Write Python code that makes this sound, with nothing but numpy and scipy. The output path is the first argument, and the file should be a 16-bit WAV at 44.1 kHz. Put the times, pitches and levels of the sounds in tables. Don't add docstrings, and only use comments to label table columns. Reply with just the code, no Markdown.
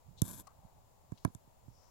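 import sys
import numpy as np
from scipy import signal
from scipy.fft import rfft, irfft, next_fast_len
from scipy.io import wavfile

SR = 44100
rng = np.random.default_rng(int(sys.argv[2]) if len(sys.argv) > 2 else 0)


def bounce(signal):
    frames = np.transpose(np.atleast_2d(signal))
    limited = np.clip(frames, -1, 1)
    pcm = np.round(limited * 32767).astype(np.int16)
    wavfile.write(sys.argv[1], SR, pcm)


N = 83790
T = np.arange(N) / SR
SIZE = next_fast_len(2 * N)
F = np.maximum(np.arange(SIZE // 2 + 1) * SR / SIZE, 1e-3)

# (frequency [Hz], left level [dB], right level [dB])
HUSH_TONE = [(23.9, -58, -43), (53, -46.5, -45), (115, -44.5, -46), (195, -56.5, -56), (367, -58, -63.5),
             (524, -52.5, -64.5), (940, -51.5, -62.5), (1504, -70, -72), (2480, -72.5, -73),
             (6220, -73, -74), (7200, -64, -73.5), (8160, -75.5, -76), (15500, -73.5, -73.5)]
# (time [s], rise [s], fall [s], level [dB], pitch [Hz], width [Hz])
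HUSH_SWELLS = [(0.51, 0.057, 0.02, -50, 1110, 490), (0.66, 0.21, 0.14, -45.5, 780, 288),
               (1.86, 0.1, 0.14, -54, 860, 650)]
# (time [s], rise [s], fall [s], level [dB])
GRIP_SHIFTS = [(0.105, 0.045, 0.038, -27.5), (0.179, 0.023, 0.03, -31.5), (0.469, 0.064, 0.035, -35.5),
               (0.60, 0.068, 0.011, -36.5), (0.653, 0.017, 0.02, -26.5), (0.77, 0.051, 0.063, -39),
               (1.049, 0.031, 0.058, -41), (1.70, 0.095, 0.062, -35.5)]
# (frequency [Hz], level [dB])
RUMBLE_TONE = [(25, -14.5), (60, 1.5), (100, 0.5), (160, -5), (250, -18), (450, -40.5), (1500, -52)]
# (time [s], rise [s], fall [s], level [dB], pitch [Hz], width [Hz])
BRUSH_STROKES = [(0.190, 0.014, 0.017, -44, 3860, 1210), (0.190, 0.014, 0.014, -53.5, 6400, 2960),
                 (0.473, 0.0029, 0.0052, -47.5, 6600, 4400), (1.179, 0.0052, 0.012, -53, 3860, 3000),
                 (1.21, 0.075, 0.088, -64, 4750, 4000), (1.335, .025, 0.048, -65, 10800, 3520),
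                 (1.82, 0.099, 0.1, -56, 5500, 1400)]
# (pitch [Hz], width [Hz], level [dB])
RUB_NOTES = [(750, 170, -2), (1123, 180, 1.5), (1460, 300, -26), (2150, 760, -17), (4330, 530, -18)]
# (time [s], level [dB])
SCRAPE_PRESSURE = [(0.224, -11), (0.243, -5), (0.255, 2), (0.284, -1), (0.302, 2), (0.33, -1), (0.365, -4),
                   (0.397, 0), (0.412, -5), (0.425, -20)]
# (frequency [Hz], level [dB])
SCRAPE_TONE_LEFT = [(100, -60), (400, -61.5), (1100, -57), (1850, -67), (2300, -56), (2800, -62.5),
                    (3500, -49), (4600, -54), (6200, -47.5), (7400, -41), (9300, -48), (11300, -37.5),
                    (13000, -45), (15500, -66)]
SCRAPE_TONE_RIGHT = [(40, -36), (110, -29.5), (210, -26), (310, -36), (450, -47), (640, -40), (790, -53),
                     (960, -35.5), (1300, -54), (1650, -44), (1950, -69.5), (2350, -65.5), (2900, -73),
                     (3600, -57), (4700, -75), (12000, -70.5), (16000, -88)]
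# (pitch [Hz], width [Hz], left level [dB], right level [dB])
KNOCK_NOTES = [(267.6, 61, -16, 9), (465, 130, -8, -2), (671, 126, -17, 2.5), (817, 210, -1.5, -0.5),
               (993, 213, -12.5, 4.5), (1307, 190, -4.5, -8.5), (1602, 174, -16, -3.5),
               (2267, 206, -22, -11.5), (4860, 2200, -23, -43)]
# (pitch [Hz], width [Hz], level [dB])
TICK_NOTES = [(3573, 526, -4.5), (4500, 600, -13.5), (5940, 500, -2.5), (6550, 800, -0.5), (7450, 1170, -2),
              (8350, 1300, -1), (9400, 1040, 0), (11200, 1900, 3.5), (12500, 1460, -3.5)]
# (time [s], thump gain [dB], thump cut-off [Hz], knock gain [dB],
# tick gain [dB], tick cut-off [Hz], boosted pitch [Hz], boost [dB])
CLICKS = [(0.2186, 32, 214, -9, 1.5, 15500, 7400, 5.5), (1.1201, 16.5, 240, -18.5, -36, 9000, 7600, 17.5),
          (1.2492, 27.5, 247, 6.5, -10.5, 11100, 10200, 8), (1.2763, 9, 280, -30, -37.5, 5900, 4000, 12),
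          (1.349, 10.5, 185, -23, -22.5, 11800, 7500, 12.5), (1.4746, -7.5, 250, -52, -66, 8000, 7400, -9),
          (1.6809, 6.5, 213, -36, -57, 8000, 7400, -8)]


def gain(db):
    return 10 ** (np.asarray(db) / 20)


def through(x, response):
    return irfft(rfft(x, SIZE) * response, SIZE)[..., :N]


def band(hz, width):
    return 1 / (1 + 1j * (F - hz * hz / F) / width)


def low_pass(hz, q=np.sqrt(.5)):
    return 1 / (1 - (F / hz) ** 2 + 1j * F / hz / q)


def high_pass(hz, q=np.sqrt(.5)):
    return -(F / hz) ** 2 * low_pass(hz, q)


def ringing(notes, side=0):
    return sum(band(hz, width) ** 2 * gain(levels[side]) for hz, width, *levels in notes)


def tone(rows, side=0):
    rows = np.array(rows)
    return gain(np.interp(np.log(F), np.log(rows[:, 0]), rows[:, 1 + side]))


def noise(response):
    return through(rng.standard_normal(N), response)


def swell(at, rise, fall, db):
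    return gain(db) * np.exp(-((T - at) / np.where(T < at, rise, fall)) ** 2)


def hisses(rows, right_db):
    hiss = sum(swell(*shape) * noise(band(hz, width) ** 2) for *shape, hz, width in rows)
    return hiss * gain([[0], [right_db]])


def tail(db, fade_s):
    echoes = rng.standard_normal((2, N)) * np.exp(-np.log(1000) * T / fade_s)
    echoes /= np.sqrt(np.sum(echoes ** 2, axis=1, keepdims=True))
    return gain(db) * rfft(echoes, SIZE)


def room():
    hush = np.array([noise(tone(HUSH_TONE, side)) for side in (0, 1)])
    return hush + hisses(HUSH_SWELLS, right_db=-16.5)


def handling():
    return sum(swell(*shift) for shift in GRIP_SHIFTS) * noise(tone(RUMBLE_TONE)) * gain([[-22], [0]])


def brushes():
    return hisses(BRUSH_STROKES, right_db=-22)


def rub():
    force = swell(at=.475, rise=0.0066, fall=0.0059, db=-28.5) * rng.standard_normal(N)
    return through(force, ringing(RUB_NOTES)) * gain([[0], [-25]])


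def scrape(slips_per_s=900, spread_db=5.5, hiss_share=.45, judder_db=1):
    slips = (rng.random(N) < slips_per_s / SR) * rng.choice([-1, 1], N)
    slips = slips * gain(spread_db * np.clip(rng.standard_normal(N), -2.5, 2.5))
    force = np.sqrt(1 - hiss_share) * slips / slips.std() + np.sqrt(hiss_share) * rng.standard_normal(N)
    times, levels = np.array(SCRAPE_PRESSURE).T
    pressure_db = np.interp(T, times, levels, left=-np.inf, right=-np.inf)
    judder = noise(low_pass(hz=70))
    force *= gain(pressure_db + judder_db * judder / judder.std())
    return through(force, np.array([tone(SCRAPE_TONE_LEFT), tone(SCRAPE_TONE_RIGHT)]))


def clicks(thump_lag_s=0.001):
    thumps, knocks, ticks = np.zeros((3, 2, N))
    delay = np.exp(-2j * np.pi * F * thump_lag_s)
    thump = high_pass(102.6, q=1.22) * high_pass(61.6) * delay * gain([[-38], [0]])
    knock = np.array([ringing(KNOCK_NOTES, side=0), -ringing(KNOCK_NOTES, side=1)])
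    tick_left = ringing(TICK_NOTES)
    tick_right = tick_left * gain(-14) * low_pass(3150)
    tick = np.array([tick_left, tick_right])
    for at, thump_db, thump_hz, knock_db, tick_db, tick_hz, boost_hz, boost_db in CLICKS:
        blow = np.zeros(N)
        blow[int(at * SR)] = 1
        boost = 1 + gain(boost_db) * band(boost_hz, width=720)
        thumps += through(blow, gain(thump_db) * thump * low_pass(thump_hz, q=0.59) ** 2)
        knocks += through(blow, gain(knock_db) * knock)
        ticks += through(blow, gain(tick_db) * tick * low_pass(tick_hz) ** 2 * boost)
    thumps = through(thumps, 1 + tail(db=-17, fade_s=0.13))
    knocks = through(knocks, 1.5 + tail(db=-14.5, fade_s=0.12) * high_pass(503))
    ticks = through(ticks, 1.5 + tail(db=-21, fade_s=.2))
    return thumps + knocks + ticks


def scene():
    return room() + handling() + brushes() + rub() + scrape() + clicks()


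def record(dry, top_hz=16200):
    return signal.sosfilt(signal.ellip(8, .2, 70, top_hz, fs=SR, output="sos"), dry)


dry = scene()
out = record(dry)
bounce(out)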